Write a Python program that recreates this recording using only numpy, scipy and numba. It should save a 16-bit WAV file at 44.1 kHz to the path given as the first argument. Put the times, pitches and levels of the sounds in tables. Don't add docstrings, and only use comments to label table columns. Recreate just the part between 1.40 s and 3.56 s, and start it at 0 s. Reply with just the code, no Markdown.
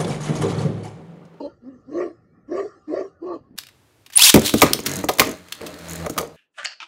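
import sys
import numpy as np
from scipy import signal
from scipy.io import wavfile
from scipy.ndimage import uniform_filter1d
from numba import njit

SR = 44100
rng = np.random.default_rng(int(sys.argv[2]) if len(sys.argv) > 2 else 0)


def persist_wave(psi):
    counts = np.round(np.clip(psi, -1, 1) * 32767).astype(np.int16)
    wavfile.write(sys.argv[1], SR, np.atleast_2d(counts).T)


def gain_from_decibels(decibels):
    exponent = np.asarray(decibels, float) / 20
    return 10 ** exponent


N = 95388
T = np.arange(N) / SR


def unit(x):
    return x / np.sqrt(np.mean(x ** 2))


def steady(x):
    return x / np.sqrt(uniform_filter1d(x ** 2, size=1800, mode="reflect") + 1e-12)


def curve(table, axis):
    table = np.array(table, float)
    return np.interp(T, table[:, 0], table[:, axis])


def spectrum(table, hz):
    table = np.array(table, float)
    return np.interp(np.log(hz), np.log(table[:, 0]), table[:, 1])


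def walk(rate):
    k = int(SR / rate)
    steps = np.repeat(rng.standard_normal(N // k + 1), k)
    return 1.818 * uniform_filter1d(uniform_filter1d(steps, k), k)[:N]


@njit
def svf(x, hz, width):
    y, b, l = np.empty(len(x)), 0., 0.
    for i in range(len(x)):
        g, k = np.tan(np.pi * hz[i] / SR), width / hz[i]
        v = (b + g * (x[i] - l)) / (1 + g * (g + k))
        b, l, y[i] = 2 * v - b, l + 2 * g * v, k * v
    return y


def steep(x, hz, width):
    hz = hz + np.zeros(N)
    return svf(svf(x, hz, 1.02 * width), hz, 1.02 * width)


def dip(x, hz, width, depth):
    return x - depth * svf(x, hz + np.zeros(N), 1. * width)


# (f/Hz, level/dB)
WIND_COLOUR = [(15, -44), (25, -17.5), (85, 12), (152, 8.5), (365, 1.5), (500, -3), (650, -41),
               (1100, -120)]
# (t/s, level/dB)
GUSTS = [(1.0, 3.5), (1.4, -3), (1.75, -0.5), (1.95, 8), (2.05, 2), (2.16, 3.5)]


def wind():
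    out, swell = 0, walk(3.7)
    for hz in 28 * 2 ** np.arange(0, 4.2, .5):
        db = spectrum(WIND_COLOUR, hz) + 1.2 * swell + 3 * walk(14)
        out = out + gain_from_decibels(db) * steep(rng.standard_normal(N), hz, hz / 3)
    return unit(out) * gain_from_decibels(-60.5 + curve(GUSTS, axis=1))


def yard(dog):
    t60_s, level_db, dull_above_hz = 0.21, -26.5, 2400
    tail = rng.standard_normal(N) * gain_from_decibels(-60 * T / t60_s)
    tail = tail * (T > .012)
    tail = signal.sosfilt(signal.butter(1, dull_above_hz, fs=SR, output="sos"), tail)
    tail = tail / np.sqrt(np.sum(tail ** 2))
    return signal.fftconvolve(dog, tail)[:N] * gain_from_decibels(level_db)


# (t/s, f/Hz, level/dB)
PAWS = [
    (2.01, 130, -43),
    (2.109, 248, -40),
    (2.142, 213, -44),
    (2.152, 203, -39),
]
# (t/s, level/dB)
SCUFFLE = [(1.9, -85), (2.0, -61), (2.07, -58.5), (2.16, -54)]


def paws():
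    thud_width_hz, scuffle_hz, scuffle_width_hz = 43, 230, 200
    out = unit(steep(rng.standard_normal(N), scuffle_hz, scuffle_width_hz))
    out = out * gain_from_decibels(curve(SCUFFLE, axis=1) + 3 * walk(30))
    for t0, hz, db in PAWS:
        age = (T - t0).clip(0)
        fade = np.exp(-np.pi * thud_width_hz * age)
        out = out + gain_from_decibels(db) * fade * np.sin(2 * np.pi * hz * age)
    return out


# (t/s, length/s, from f/Hz, to f/Hz, level/dB, waver 0-1)
WHEEZES = [(1.715, .1, 1410, 1500, -64, .022), (2.02, .07, 1070, 1080, -64, .012),
           (.12, .07, 570, 560, -62, .02), (.79, .28, 2290, 2330, -82, .03),
           (1.25, .21, 1340, 1370, -67, .03)]


def wheezes():
    out = np.zeros(N)
    for t0, length, from_hz, to_hz, db, waver in WHEEZES:
        u = np.clip((T - t0) / length, 0, 1)
        hz = (from_hz + (to_hz - from_hz) * u) * (1 + waver * walk(40))
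        swell = np.sqrt(np.sin(np.pi * u).clip(0))
        out = out + gain_from_decibels(db + 2.5 * walk(50)) * swell * np.sin(2 * np.pi * np.cumsum(hz) / SR)
    return out


# (t/s, level/dB, hiss level/dB)
BREATH = [(.1, -59.5, 5.5), (.2, -72, 1.5), (.3, -68, 3), (.75, -66, 2), (.85, -68.5, -2.5),
          (1.06, -67, -10), (1.28, -51.5, 2), (1.44, -64.5, 3), (1.68, -60, 6), (1.78, -66.5, -8),
          (2.0, -68, 5.5), (2.16, -78.5, 0.5)]
# (f/Hz, width/Hz, level/dB)
AIRWAY = [(367, 140, -2), (564, 130, -7.5), (752, 92, -11), (1212, 210, -5.5), (1374, 110, -11.5),
          (1792, 280, -10)]
# (f/Hz, width/Hz)
BREATH_DIPS = [(920, 200), (1510, 150)]
# (t/s, depth 0-1)
DIP_DEPTH = [(.15, .3), (.4, 1), (.7, .5), (.9, 1), (1.35, .4), (1.75, .6), (2.05, .8)]


def breath():
    out = 0
    for hz, width, db in AIRWAY:
        flicker_db = 3 * walk(24.263) + 1.5 * walk(6)
        rush = steep(rng.standard_normal(N), hz, 2.0 * width)
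        rush = steep(rush, hz * (1 + .01 * walk(2.3)), 1.33 * width)
        out = out + gain_from_decibels(db + flicker_db) * unit(rush)
    for hz, width in BREATH_DIPS:
        out = dip(out, hz, width, curve(DIP_DEPTH, axis=1).clip(0, 1))
    return out * gain_from_decibels(curve(BREATH, axis=1)) + wheezes()


# (t/s, throat level/dB at its lowest, second and upper resonances,
# top of the hiss level/dB, hiss level/dB, cheek pockets 0-1)
POSE = [
    (.05, 25.5, -17.5, -15, -13.5, 6.5, 0.73),
    (.3, 6.5, -10.5, -1.5, -4, 0.5, 0.48),
    (.6, 5, 4, 4, 1, 3, 0.29),
    (1.18, 1.5, 1, 5.5, 1, 3, 0.29),
    (1.58, 0, -3, 3.5, 1.5, 0, 0.14),
    (1.9, 24.5, 13.5, 1, -13, 5, 0.85),
]


def narrowness():
    return curve(POSE, axis=6).clip(0, 1)


# (f/Hz, width/Hz, depth 0-1)
POCKETS = [(828.7, 184, 0.95), (1483, 97, 0.97)]


def pockets(x):
    for hz, width, depth in POCKETS:
        x = dip(x, hz, width, depth * (1 - .4 * narrowness() ** 2))
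    return x


# (f/Hz, width/Hz)
CHEEKS = [(2230, 420), (3600, 440), (7250, 470)]


def cheeks(x):
    for hz, width in CHEEKS + CHEEKS:
        x = dip(x, hz, width, narrowness())
    return x


# (f/Hz, level/dB)
TEETH = [(2700, -2.5), (3500, -8), (4500, 1), (5500, 2), (7500, -6), (8600, -13.5), (9200, -28)]


def hiss(gust):
    out, top_db = 0, curve(POSE, axis=4)
    for hz in 2550 * 2 ** np.arange(0, 1.8, 1 / 7):
        db = spectrum(TEETH, hz) + (hz > 4800) * top_db + 3.5 * walk(28.02)
        out = out + gain_from_decibels(db) * steep(gust, hz, hz / 12)
    return steady(out)


def ring(x, hz, width, db, flicker_db):
    return gain_from_decibels(db + flicker_db * walk(60.07)) * steady(steep(x, hz, width))


# (f/Hz, width/Hz, level/dB)
THROAT = [(858, 48, -35), (1111, 113, -22.5), (1787, 305, -32.5), (2192, 200, -36.5), (2523, 140, -45.5),
          (1319, 100, -36.5), (2954, 220, -53)]


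def throat(rasp, rasp_db):
    out, rise = 0, 1 + .006 * rasp_db.clip(-10, 10)
    for k, (hz, width, db) in enumerate(THROAT):
        pose_db = curve(POSE, axis=min(1 + k, 3))
        out = out + (-1) ** k * ring(rasp, hz * rise, width, db + rasp_db + pose_db, 2.5)
    return out


# (f/Hz, width/Hz, level/dB)
MOUTH = [(446.2, 145, -9), (561.3, 104, -8), (676.3, 108, -14.5)]


def mouth(source, open_db):
    out, lips = 0, 1 - 0.0141 * open_db.clip(-15, 10)
    for k, (hz, width, db) in enumerate(MOUTH):
        out = out + (-1) ** k * ring(source, hz * lips, width, db + open_db, 2.46)
    return out


@njit
def beat(hz, wobble, scatter, sub, chance):
    pulses, phase, p, k = np.zeros(len(hz) + 1), np.empty(len(hz)), 0., 0
    for i in range(len(hz)):
        step = hz[i] * np.exp(wobble[i] * chance[k, 0]) / SR
        p += step
        if p >= 1:
            p, k = p - 1, k + 1
            size = np.exp(scatter[i] * chance[k, 1]) * (1 + sub[i] * (2 * (k % 2) - 1))
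            pulses[i] += size * p / step
            pulses[i + 1] += size * (1 - p / step)
        phase[i] = p
    return pulses[:-1], phase


# (t/s, roughness 0-1, strong-weak depth 0-1)
FOLDS = [(0, .7, .1), (.045, .2, 0), (.09, .5, .1), (.24, .4, .1), (.29, .1, 0), (.33, .3, .1),
         (.38, .8, .2), (.49, .35, .2), (.53, .8, .3), (.61, .55, .5), (.67, .9, .4), (.71, .4, .1),
         (1.09, .35, .1), (1.15, .85, .4), (1.2, .5, .3), (1.23, .85, .3), (1.26, .35, .2), (1.3, .9, .2),
         (1.5, .2, .1), (1.535, .9, .5), (1.58, .5, .4), (1.63, .8, .3), (1.66, .45, .2), (1.7, .9, .2),
         (1.83, .25, .2), (1.87, .65, .4), (1.92, .25, .6), (1.97, .75, .3)]


def folds(hz):
    jitter, shimmer_db, flutter_hz, flutter_depth = .17, 3.5, 62, .65
    rough = curve(FOLDS, axis=1)
    chance = rng.standard_normal((2000, 2)).clip(-2, 2)
    scatter = np.log(gain_from_decibels(shimmer_db)) * rough
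    pulses, phase = beat(hz, jitter * rough, scatter, curve(FOLDS, axis=2), chance)
    turns = np.cumsum(flutter_hz * (1 + .35 * walk(25))) / SR
    flutter = 1 + flutter_depth * rough * np.sin(2 * np.pi * turns)
    pulses = unit((pulses - pulses.mean()) * flutter)
    gust = unit(rng.standard_normal(N) * np.exp(-phase / 1.5))
    return pulses, gust, rough


def blend(pulses, gust, air):
    return (pulses + air * gust) / np.sqrt(1 + air ** 2)


# (t/s, level/dB, pitch f/Hz, mouth opening level/dB, rasp level/dB)
FIRST_RUN = [
    [(0, -29, 315.6, -5, 7), (.03, -36, 290.6, 10, 1), (.062, -34, 284.7, 8.5, 6.5),
     (.085, -42, 324.8, -8.5, -0.5), (.12, -65, 322.5, -11, 14)],
    [(.21, -60.5, 251.8, -21, -7), (.236, -45.5, 233, -15, -14), (.258, -42, 256.1, -15.5, 0.5),
     (.285, -33, 272, -24, -4), (.33, -43.5, 264, -21, -6), (.42, -57.5, 225.4, -20.5, -5)],
    [(.46, -56.5, 229.5, -11, 0), (.486, -39.5, 265.4, -20, -10.5), (.524, -34.5, 330.6, -3.5, -0.5),
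     (.545, -28, 334.7, -0.5, -4.5), (.58, -25.5, 345.2, 2, 2.5), (.62, -24.5, 357.8, -0.5, 9),
     (.67, -31.5, 340.9, -2.5, 0.5), (.712, -42, 344.4, -8.5, 1), (.78, -70, 335.3, -10, 5)],
]
SECOND_RUN = [
    [(1.068, -76.5, 254.8, -5.5, 14), (1.086, -40, 276.9, -13, -4), (1.12, -24.5, 333.7, -4.5, -6),
     (1.17, -25, 385.1, 5, 3.5), (1.195, -19, 402, -3, 3.5), (1.23, -32.5, 361.2, 2, 4),
     (1.258, -27.5, 411.3, -6.5, -13.5), (1.31, -59.5, 360.1, 0, 6)],
    [(1.46, -81.5, 279.1, -13, 4), (1.482, -31.5, 298.3, -11.5, -3.5), (1.515, -24.5, 319.7, -8.5, -6),
     (1.545, -25, 399.9, 4.5, -2), (1.58, -21.5, 404.8, 3, 4), (1.61, -24, 375.3, 2, 5),
     (1.636, -33, 398.3, -0.5, -0.5), (1.66, -32.5, 391.4, -8.5, -3.5), (1.7, -57.5, 378.3, -6, 0.5)],
    [(1.8, -62, 310.4, -11, -7), (1.828, -29.5, 339.5, -19, -10.5), (1.874, -29.5, 360.6, -3, -2.5),
     (1.92, -30.5, 354.5, -4, 3.5), (1.945, -34, 328.6, 9, 5), (1.964, -33.5, 310.1, -4.5, -9),
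     (2.0, -66, 338.9, 9, 9)],
]
BARKS = FIRST_RUN + SECOND_RUN


def barks():
    rows = [row for bark in BARKS for row in bark]
    on = sum((T >= bark[0][0]) & (T <= bark[-1][0]) for bark in BARKS)
    effort = gain_from_decibels(curve(rows, axis=1)) * uniform_filter1d(1. * on, 600, mode="nearest")
    hz, open_db, rasp_db = curve(rows, axis=2), curve(rows, axis=3), curve(rows, axis=4)

    pulses, gust, rough = folds(hz)
    source = blend(pulses, gust, gain_from_decibels(1) * rough)
    rasp = blend(pulses, gust, gain_from_decibels(11) * rough)

    chest = ring(source, hz, 180, 0, 0.71)
    mouth_top = signal.butter(3, 870, fs=SR, output="sos")
    voice = signal.sosfilt(mouth_top, chest - mouth(source, open_db)) - throat(rasp, rasp_db)
    voice = signal.sosfilt(signal.butter(4, 200, "high", fs=SR, output="sos"), voice)
    puff = unit(steep(rng.standard_normal(N), 92, 56.0)) * gain_from_decibels(-35.5)

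    bark_flow = effort ** 0.77 * gain_from_decibels(-40 + curve(POSE, axis=5) + 0.67 * open_db)
    breath_flow = gain_from_decibels(curve(BREATH, axis=1) - 16 + curve(BREATH, axis=2))
    return cheeks(effort * (voice + puff) + (bark_flow + breath_flow) * hiss(gust))


def scene():
    dog = pockets(barks())
    return (dog + yard(dog) + breath() + paws() + wind())[None]


def top_cut(x):
    return signal.sosfilt(signal.butter(12, 15375, fs=SR, output="sos"), x)


def record(dry):
    top_hz, hush_db, hush_lift_db = 9300, -96, -68
    cut = signal.sosfilt(signal.ellip(8, .2, 60, top_hz, fs=SR, output="sos"), dry)
    loudness = uniform_filter1d(np.abs(dry), size=1500, axis=1)
    hush = gain_from_decibels(hush_db) + gain_from_decibels(hush_lift_db) * loudness
    return top_cut(cut + hush * rng.standard_normal(dry.shape))


dry = scene()
out = record(dry)
persist_wave(out)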